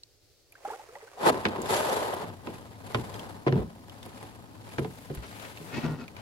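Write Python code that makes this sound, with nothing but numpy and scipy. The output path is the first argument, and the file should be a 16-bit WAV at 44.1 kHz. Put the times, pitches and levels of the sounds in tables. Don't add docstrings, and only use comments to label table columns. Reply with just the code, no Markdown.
import sys
import numpy as np
from scipy import signal
from scipy.fft import rfft, irfft, next_fast_len
from scipy.io import wavfile
from scipy.ndimage import map_coordinates

SR = 44100
rng = np.random.default_rng(int(sys.argv[2]) if len(sys.argv) > 2 else 0)


def master(y):
    cut = np.clip(np.atleast_2d(y).T, -1, 1)
    pcm = np.round(cut * 32767)
    wavfile.write(sys.argv[1], SR, pcm.astype(np.int16))


N = 273861

# time_s, push_db
BOW_BITE = [(1.15, -65), (1.213, -32), (1.222, -32.5), (1.245, -29), (1.26, -19.5), (1.3, -18),
            (1.315, -35), (1.44, -39)]
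# time_s, groan_db, crunch_db
SHORE_SLIDE = [(1.44, -37.5, -49), (1.53, -36.5, -58.5), (1.65, -40, -47.5), (1.73, -25.5, -32),
               (1.78, -27, -31.5), (1.805, -30, -38.5), (1.98, -31, -40), (2.22, -36, -50),
               (2.37, -55.5, -64.5)]
# middle_s, length_s, groan_db, crunch_db
BOAT_SHIFTS = [(2.54, 0.22, -46.5, -54), (2.99, 0.33, -44.5, -50), (3.2, 0.35, -42.5, -52),
               (3.58, 0.11, -41, -63), (4.16, 0.5, -52.5, -56), (4.74, 0.23, -50.5, -53.5),
               (5.35, 1, -58.5, -53.5)]
AGROUND_S, SETTLE_S = 1.21, 0.12

def keel_gains():
    bite, = gains(BOW_BITE)
    slide_groan, slide_crunch = gains(SHORE_SLIDE)
    shift_groan, shift_crunch = swells(BOAT_SHIFTS)
    aground = ramp(AGROUND_S, SETTLE_S)
    groan = [bite, slide_groan, shift_groan, amp(-55) * aground]
    crunch = [amp(-13) * bite, slide_crunch, shift_crunch, amp(-63.5) * aground]
    rock = [amp(-21) * slide_groan, amp(-2.5) * shift_groan, amp(-50.5) * aground]
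    return [np.linalg.norm(parts, axis=0) for parts in (groan, crunch, rock)]


# frequency_hz, level_db
GROAN_SPECTRUM = [(60, -25), (150, -8), (260, -6.5), (400, 2), (600, 0.5), (870, 2), (1050, -2),
                  (1280, -11.5), (1600, -9), (2100, -15), (4000, -21), (8000, -42)]
# centre_hz, width_hz, gain_db
KEEL_RESONANCES = [(553, 42, -9.5), (882, 7.8, -16), (1025, 24, -7), (1250, 49, 2), (1508, 24, -5),
                   (1953, 31, -0.5), (3540, 160, -9)]
# frequency_hz, level_db
CRUNCH_SPECTRUM = [(700, -48), (1300, 6), (1800, 9.5), (2500, 7), (4500, 3.5), (5800, -3), (7500, -0.5),
                   (8900, -8), (10300, 2), (12300, -3), (15500, -25)]

def gravel_scrape(groan, crunch):
    crowd = np.clip(crunch / amp(-35), 0, 1) ** 0.5
    many, few = contacts(rate_hz=6000, spread_db=0.5), contacts(rate_hz=2000, spread_db=2.5)
    slips = (np.sqrt(crowd) * many + np.sqrt(1 - crowd) * few) * amp(1.9 * wobble(70))
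    body = unit(resonate(colour(slips, GROAN_SPECTRUM), KEEL_RESONANCES))
    t = np.arange(SR // 50) / SR
    energy = signal.fftconvolve(np.sum(slips ** 2, axis=0), amp(-120 * t / 0.009))[:N]
    chatter = unit(np.sqrt(np.abs(energy)) * noise(N))
    grit = (unit(slips) + 2 * chatter) * amp(1.7 * wobble(110))
    gravel = amp(1) * unit(colour(grit, CRUNCH_SPECTRUM)) + amp(-9.5) * crowd ** 2 * sand_hiss()
    clinks = amp(-9.5) * pings(pitch_hz=4200, decay_cycles=7, count=3000)
    clinks += amp(-14) * (1 - crowd) * pings(pitch_hz=4500, decay_cycles=14, count=150)
    ground = stereo(amp(1) * groan * body + crunch * gravel, lag_ms=-0.232)
    return (ground + crunch * clinks) * lean_left(0.5)


def sand_hiss():
    spurts = amp(3 * wobble(30)) * contacts(rate_hz=7000, spread_db=2)
    spectrum = [(4000, -18), (7500, 21.5), (8800, 2), (10200, 23.5), (12000, -9), (15000, -20)]
    return unit(colour(spurts, spectrum))


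# start_s, knock_db, thump_db, crack_db, thump_hz, cutoff_hz
HULL_BLOWS = [(1.298, -23.5, -28.5, -46, 258, 1200), (1.343, -25.5, -46, -31, 172, 800),
              (1.4527, -21, -25, -10.5, 206.6, 1830), (1.585, -25, -49, -49, 187, 1000),
              (1.634, -28.5, -44, -52, 166, 800), (2.232, -34.5, -38.5, -47, 172, 800),
              (2.3, -40, -45, -41, 147, 1290), (2.471, -29, -61, -30, 151, 1580),
              (2.9456, -22, -24, -15, 118, 1210), (2.982, -33, -33, -50, 126, 400),
              (3.465, -17.5, -26, -28, 139, 1060), (3.472, -25, -36, -23, 138, 1000),
              (3.480, -30, -21.5, -21.5, 137, 910), (3.524, -24, -17, -24.5, 134, 650),
              (3.556, -26.5, -19.5, -37, 181.4, 547), (3.577, -30.5, -25.5, -38, 188, 550),
              (3.591, -29, -31, -44, 177, 550), (3.618, -34, -35.5, -51, 219, 600),
              (4.06, -41.5, -61, -44, 149, 1600), (4.227, -39, -64, -37.5, 150, 1600),
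              (4.783, -22.5, -24.5, -21, 144.5, 590), (4.818, -33, -27.5, -45, 132, 400),
              (4.846, -31, -34, -32, 176.5, 1110), (5.1, -28, -31, -39, 144, 450),
              (5.173, -52, -36, -38, 111, 700), (5.601, -39, -37.5, -63, 160.5, 592)]
THUMP_T60_S, THUMP_RISE_S = 0.23, 0.0028
BOOM_LAG_S = 0.0011

def hull_knocks():
    out, t = np.zeros((2, N)), np.arange(SR // 2) / SR
    for start_s, knock_db, thump_db, crack_db, thump_hz, cutoff_hz in HULL_BLOWS:
        knock = amp(knock_db - 19) * dull(panel_rattle(t), cutoff_hz)
        crack = amp(crack_db - 28.5) * contact_crack(t)
        ring = dull(hull_ring(t, low_db=thump_db + 2, high_db=knock_db - 10.5), cutoff_hz)
        bulge = amp(thump_db - 60 * t / THUMP_T60_S) * (1 - np.exp(-t / THUMP_RISE_S))
        thump = bulge * np.sin(2 * np.pi * thump_hz * t)
        add(out, start_s, stereo(knock + crack, lag_ms=-0.23))
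        add(out, start_s + BOOM_LAG_S, ring + thump)
    return out


# frequency_hz, level_db
PANEL_SPECTRUM = [(40, -20.5), (110, -10), (190, -4.5), (380, 2.5), (700, 0), (1100, -1.5), (1600, -16),
                  (3000, -10.5), (8000, -116)]
# frequency_hz, t60_s
PANEL_DECAY = [(150, 0.39), (500, 0.12), (1200, 0.047), (4000, 0.27)]

def panel_rattle(t):
    hz, age_s, bands = signal.stft(noise(len(t)), SR, nperseg=256)
    decay = amp(-60 * age_s / along(PANEL_DECAY, hz)[:, None])
    rattle = signal.istft(bands * decay, SR, nperseg=256)[1][:, :len(t)]
    return unit(colour(rattle * (1 - np.exp(-t / 0.00033)), PANEL_SPECTRUM))


# frequency_hz, level_db
CRACK_SPECTRUM = [(400, -36), (1250, 11), (1900, 7.5), (3400, 0), (5500, -12.5), (7500, -22), (11000, -29),
                  (15000, -45)]

def contact_crack(t):
    decay = amp(-60 * t / 0.012) + amp(-7 - 60 * t / 0.08)
    crush = decay * (1 - np.exp(-t / 0.0003)) * amp(2.5 * wobble(400)[:len(t)])
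    return unit(colour(crush * noise(len(t)), CRACK_SPECTRUM))


# pitch_hz, level_db, t60_s
HULL_MODES = [(63.6, -23, 0.52), (98, -19, 0.42), (159.5, -15.5, 0.36), (236.5, -9, 0.233),
              (342, -4.5, 0.14), (393, -2.5, 0.22), (443, -2, 0.16), (543, -20.5, 0.62), (613, -33, 0.19),
              (728, -1, 0.075), (1017, 1, 0.092)]
DETUNE = 0.03

def hull_ring(t, low_db, high_db, crossover_hz=400, scatter_db=3):
    hz, mode_db, t60_s = np.transpose(HULL_MODES)[:, :, None]
    hz = hz * (1 + DETUNE * rng.standard_normal(hz.shape))
    drive_db = low_db + (high_db - low_db) * hz ** 2 / (hz ** 2 + crossover_hz ** 2)
    level_db = drive_db + mode_db + scatter_db * rng.standard_normal(hz.shape)
    envelope = amp(level_db - 60 * t / t60_s) * (1 - np.exp(-t * hz))
    phase = rng.uniform(0, 2 * np.pi, hz.shape) + 0.54 * rng.standard_normal((2,) + hz.shape)
    return np.sum(envelope * np.sin(2 * np.pi * hz * t + phase), axis=1)


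# start_s, level_db
FLOOR_THUDS = [(2.96, -52), (3.585, -31), (4.802, -42), (5.17, -34)]

def floor_thuds(pitch_hz=62, rise_s=0.0055, t60_s=0.19):
    out, t = np.zeros((2, N)), np.arange(SR // 2) / SR
    push = (1 - np.exp(-t / rise_s)) ** 2 * amp(-60 * t / t60_s)
    heave = np.sin(2 * np.pi * pitch_hz * t + np.array([[0], [-0.8]]))
    for start_s, level_db in FLOOR_THUDS:
        add(out, start_s, amp(level_db + 0.5) * push / push.max() * heave)
    return out


# middle_s, length_s, boom_db, rasp_db, slip_rate_hz
DRAG_JERKS = [(5.752, 0.045, -38, -43.5, 325), (5.778, 0.061, -32, -43, 293), (5.853, 0.043, -28, -38, 194),
              (5.9, 0.097, -29.5, -45, 160), (5.94, 0.052, -34, -46.5, 150),
              (6.015, 0.074, -39.5, -47, 199)]

def gunwale_drag():
    boom, rasp = swells([row[:4] for row in DRAG_JERKS])
    rate_hz = np.interp(np.arange(N) / SR, *np.transpose(DRAG_JERKS)[[0, 4]])
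    cycles = np.cumsum(rate_hz * amp(wobble(40) + 2 * wobble(300))) / SR
    slips = unit(np.diff(np.floor(cycles), prepend=0) * amp(2 * rng.standard_normal(N)))
    chatter = signal.fftconvolve(slips, np.exp(-np.arange(SR // 50) / SR / 0.002))[:N]
    rub = unit(chatter * noise(N)) + slips * np.array([[1], [0]])
    drum = unit(colour(rub, [(60, -18), (110, -2), (155, 4.5), (200, -11.5), (245, 5), (300, -9.5),
                             (370, -5.5), (500, -15), (1000, -18), (2000, -50.5)]))
    creak = gunwale_creak(rub, rate_hz)
    return stereo(amp(0.5) * boom * drum + amp(5) * rasp * creak, lag_ms=-0.02) * lean_left(1)


# frequency_hz, level_db
RASP_SPECTRUM = [(300, -20), (700, -6), (1400, 9.5), (2000, 5.5), (2700, -3), (4500, -3.5), (7500, -20.5),
                 (14000, -67)]
# centre_hz, width_hz, gain_db
GUNWALE_RESONANCES = [(700, 60, 6), (1424, 43, 10), (1890, 45, 14.5), (2250, 52, 12), (2580, 70, 17.5)]

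def gunwale_creak(rub, rate_hz):
    creak = unit(resonate(colour(rub, RASP_SPECTRUM), GUNWALE_RESONANCES))
    travel = np.cumsum(1 + 0.025 * wobble(35))
    creak = np.array([np.interp(travel, np.arange(N), channel) for channel in creak])
    fast = (rate_hz / rate_hz.max()) ** 2
    bright, dark = unit(np.diff(creak, prepend=0)), unit(dull(creak, 1180))
    return np.sqrt(fast) * bright + np.sqrt(1 - fast) * dark


# start_s, level_db, pitch_hz, glide_octaves
GURGLE = [(0.034, -27.5, 3890, 0.66), (0.524, -39, 2330, 0.24), (0.553, -36, 1460, 0.47),
          (0.65, -18.5, 772, 0.2), (.676, -30, 407, 1.5), (0.691, -34, 1610, 0.31), (0.701, -22, 762, 0.67),
          (0.719, -33, 430, 0.31), (0.733, -31, 1330, 0.24), (.735, -29, 698, 0.39), (.795, -31, 820, 0.27),
          (.888, -41, 443, 0.29), (0.924, -39, 457, 0.54), (0.954, -32, 1950, 0.019),
          (0.953, -31.5, 763, 0.74), (0.959, -34.5, 547, 0.14), (1.027, -37, 429, 0.29),
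          (1.076, -36.5, 1470, 0.16), (1.131, -43, 1115, 0.24), (1.174, -30, 707, 0.43)]

def bubbles(life_cycles=57):
    out, t = np.zeros((2, N)), np.arange(SR // 5) / SR
    for start_s, level_db, hz, glide_octaves in GURGLE:
        t60_s = life_cycles / hz
        rising_hz = hz * 2 ** (glide_octaves * np.minimum(2 * t / t60_s, 1))
        waver = 0.028 * np.cumsum(rng.standard_normal(len(t)))
        tone = np.sin(2 * np.pi * np.cumsum(rising_hz) / SR + waver)
        plop = unit(colour(noise(len(t)), [(hz / 3, -30), (hz, 0), (hz * 2, -10), (hz * 8, -50)]))
        envelope = amp(level_db - 60 * t / t60_s) * (1 - np.exp(-t * hz / 1.7))
        add(out, start_s, envelope * (np.array([tone, 0 * t]) + amp(-14) * plop))
    return out


LAP_START_S, SLAP_S, SLAP_RISE_S, SLAP_FALL_S = 0.44, 0.639, 0.073, 0.085

def bow_wash():
    since_peak_s = np.maximum(np.arange(N) / SR - SLAP_S - SLAP_RISE_S, 0)
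    slap = np.sqrt(ramp(SLAP_S, SLAP_RISE_S)) * np.exp(-since_peak_s / SLAP_FALL_S)
    lapping = ramp(LAP_START_S, SLAP_S - LAP_START_S) ** 2 * (1 - ramp(AGROUND_S, SETTLE_S))
    tiny_bubbles = dull(pings(pitch_hz=1106, decay_cycles=3.4, count=500), 970)
    fizz = unit(np.diff(tiny_bubbles, prepend=0))
    return np.hypot(amp(-50) * slap, amp(-58.5) * lapping) * (amp(3.5) * splash() + amp(-2.5) * fizz)


# frequency_hz, level_db
SPLASH_SPECTRUM = [(200, -42), (380, -7.5), (560, -5.5), (1400, -15), (2000, -15.5), (3800, -24),
                   (6700, -23.5), (11000, -29), (15800, -35)]

def splash():
    return unit(colour(contacts(rate_hz=3000, spread_db=3.5), SPLASH_SPECTRUM))


# start_s, level_db, pitch_hz
SHARP_TICKS = [(0.522, -46, 11400), (1.4854, -35.5, 4100), (1.6175, -32.5, 7400), (2.14, -34, 10800),
               (3.141, -36, 3220), (3.1942, -34.5, 3140), (3.896, -40, 3100), (4.029, -38, 3360),
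               (4.061, -42, 10500), (4.228, -43, 8700), (4.792, -40, 9700), (5.149, -35.5, 10900),
               (5.451, -39, 2600), (5.573, -37, 2580), (6.08, -37.5, 2390), (6.1658, -37.5, 2340)]

def sharp_ticks(t60_s=0.03):
    out, t = np.zeros((2, N)), np.arange(SR // 20) / SR
    for start_s, level_db, hz in SHARP_TICKS:
        spectrum = [(hz / 4, -21), (hz / 1.2, -11), (hz, 0), (hz * 1.2, -11), (hz * 4, -28)]
        tick = colour(noise(len(t)) * amp(-60 * t / t60_s), spectrum)
        add(out, start_s, amp(level_db + 3) * tick / np.abs(tick).max())
    return out


# frequency_hz, level_db
ROCKING_SPECTRUM = [(25, -24), (55, -7), (80, -5), (104, 7.5), (130, -5), (200, -3), (300, -5),
                    (600, -40.5)]

def hull_rocking():
    return rush(ROCKING_SPECTRUM, lag_ms=-0.33) * lean_left(2.5)


# middle_s, length_s, rub_db, hiss_db
CLOTH_RUSTLES = [(4.98, 0.31, -71, -60), (5.245, 0.036, -46, -70), (5.42, 0.25, -49, -56.5),
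                 (5.68, 0.22, -72, -57), (5.79, 0.26, -45, -60.5), (6.19, 0.072, -51.5, -73)]
# frequency_hz, level_db
RUB_SPECTRUM = [(90, -28), (200, 5), (650, 6.5), (1400, 2.5), (2900, -2.5), (6400, -16.5), (15800, -42)]
HISS_SPECTRUM = [(2000, -12), (6000, -0.5), (12500, -1), (15800, -4)]

def clothing():
    rub_gain, hiss_gain = swells(CLOTH_RUSTLES)
    rub = amp(2.5) * rub_gain * rush(RUB_SPECTRUM, lag_ms=-0.31)
    hiss = hiss_gain * rush(HISS_SPECTRUM, lag_ms=-0.264)
    return (rub + hiss) * lean_left(2.5)


# frequency_hz, level_db
AIR_SPECTRUM = [(25, -7), (70, -4.5), (113, -2), (222, -24), (291, -9), (486, -10), (955, -26), (3220, -22),
                (4570, -15.5), (8970, -26.5), (15800, -28.5)]

def outdoor_air():
    return amp(-64.5) * rush(AIR_SPECTRUM, lag_ms=0)


# frequency_hz, correlation
COHERENCE = [(60, 0.24), (200, 0.72), (700, 0.51), (1500, 0.47), (3000, 0.19), (6000, 0.067), (11000, 0.24)]

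def stereo(pair, lag_ms):
    angle = lambda hz: np.arccos(np.clip(along(COHERENCE, hz), -1, 1)) / 2
    delay = lambda hz: np.exp(np.outer([-1j, 1j], np.pi * hz * lag_ms / 1000))
    mid, side = filtered(pair, lambda hz: np.array([np.cos(angle(hz)), np.sin(angle(hz))]))
    return filtered(np.array([mid + side, mid - side]), delay)


def lean_left(db):
    return amp([[db], [-db]])


def contacts(rate_hz, spread_db):
    hits = rng.random(N) < rate_hz / SR
    size = amp(spread_db * np.minimum(rng.standard_exponential(N), 4))
    angle = rng.uniform(0, 2 * np.pi, N)
    return unit(hits * size * np.array([np.cos(angle), np.sin(angle)]))


def pings(pitch_hz, decay_cycles, count):
    out, t = np.zeros((2, N)), np.arange(SR // 40) / SR
    for when, weakness, pitch, place in rng.random((count, 4)):
        hz = pitch_hz * 2 ** (2.6 * (pitch - 0.5))
        tone = np.sin(2 * np.pi * hz * t + np.array([[0], [2 * np.pi * place]]))
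        add(out, when * N / SR, np.exp(-t * hz / decay_cycles) * tone / (weakness + 0.03) ** 0.6)
    return unit(out)


def rush(spectrum, lag_ms):
    return unit(stereo(colour(noise(N), spectrum), lag_ms)) * amp(wobble(25))


def noise(samples):
    return rng.standard_normal((2, samples))


def wobble(rate_hz):
    knots = rng.standard_normal(int(N * rate_hz / SR) + 4)
    return map_coordinates(knots, [np.arange(N) * rate_hz / SR])


def gains(rows):
    time_s, *levels_db = np.transpose(rows)
    return [amp(np.interp(np.arange(N) / SR, time_s, db, left=-140, right=-140)) for db in levels_db]


def swells(rows):
    middle_s, length_s, *levels_db = np.transpose(rows)[:, :, None]
    bell = np.exp(-(2 * (np.arange(N) / SR - middle_s) / length_s) ** 2)
    return [np.linalg.norm(amp(db) * bell, axis=0) for db in levels_db]


def ramp(start_s, length_s):
    return np.clip((np.arange(N) / SR - start_s) / length_s, 0, 1)


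def filtered(x, response):
    n = x.shape[-1]
    padded = next_fast_len(n + SR // 4)
    return irfft(rfft(x, padded) * response(np.fft.rfftfreq(padded, 1 / SR)), padded)[..., :n]


def colour(x, spectrum, size=4096):
    cepstrum = irfft(np.log(amp(along(spectrum, np.fft.rfftfreq(size, 1 / SR)))))
    cepstrum[1:size // 2] *= 2
    cepstrum[size // 2 + 1:] = 0
    impulse_response = irfft(np.exp(rfft(cepstrum)))
    return signal.fftconvolve(x, impulse_response[None], axes=1)[:, :x.shape[1]]


def resonate(x, peaks):
    peak = lambda hz, centre, width: 1j * hz * width / (centre ** 2 - hz ** 2 + 1j * hz * width)
    return filtered(x, lambda hz: 1 + sum(amp(db) * peak(hz, *shape) for *shape, db in peaks))


def dull(x, cutoff_hz):
    return filtered(x, lambda hz: 1 / (1 + 1j * np.sqrt(2) * hz / cutoff_hz - (hz / cutoff_hz) ** 2))


def along(points, hz):
    knots_hz, values = np.transpose(points)
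    return np.interp(np.log(hz + 1), np.log(knots_hz + 1), values)


def add(track, start_s, sound):
    span = track[:, round(start_s * SR):][:, :sound.shape[1]]
    span += sound[:, :span.shape[1]]


def amp(db):
    return 10 ** (np.asarray(db) / 20)


def unit(x):
    return x / np.sqrt(np.mean(x ** 2) + 1e-20)


def scene():
    groan, crunch, rock = keel_gains()
    background = rock * hull_rocking() + clothing() + outdoor_air()
    boat = gravel_scrape(groan, crunch) + hull_knocks() + floor_thuds() + gunwale_drag()
    water = stereo(amp(-3) * bubbles() + bow_wash(), lag_ms=0.099) * lean_left(-0.8)
    return boat + water + sharp_ticks() + background


def record(dry, top_hz=15850):
    tilt = lambda hz: amp(np.outer([1, -1], 3 * np.exp(-((hz - 9000) / 900) ** 2)))
    return filtered(dry, lambda hz: tilt(hz) * (hz < top_hz))


dry = scene()
out = record(dry)
master(out)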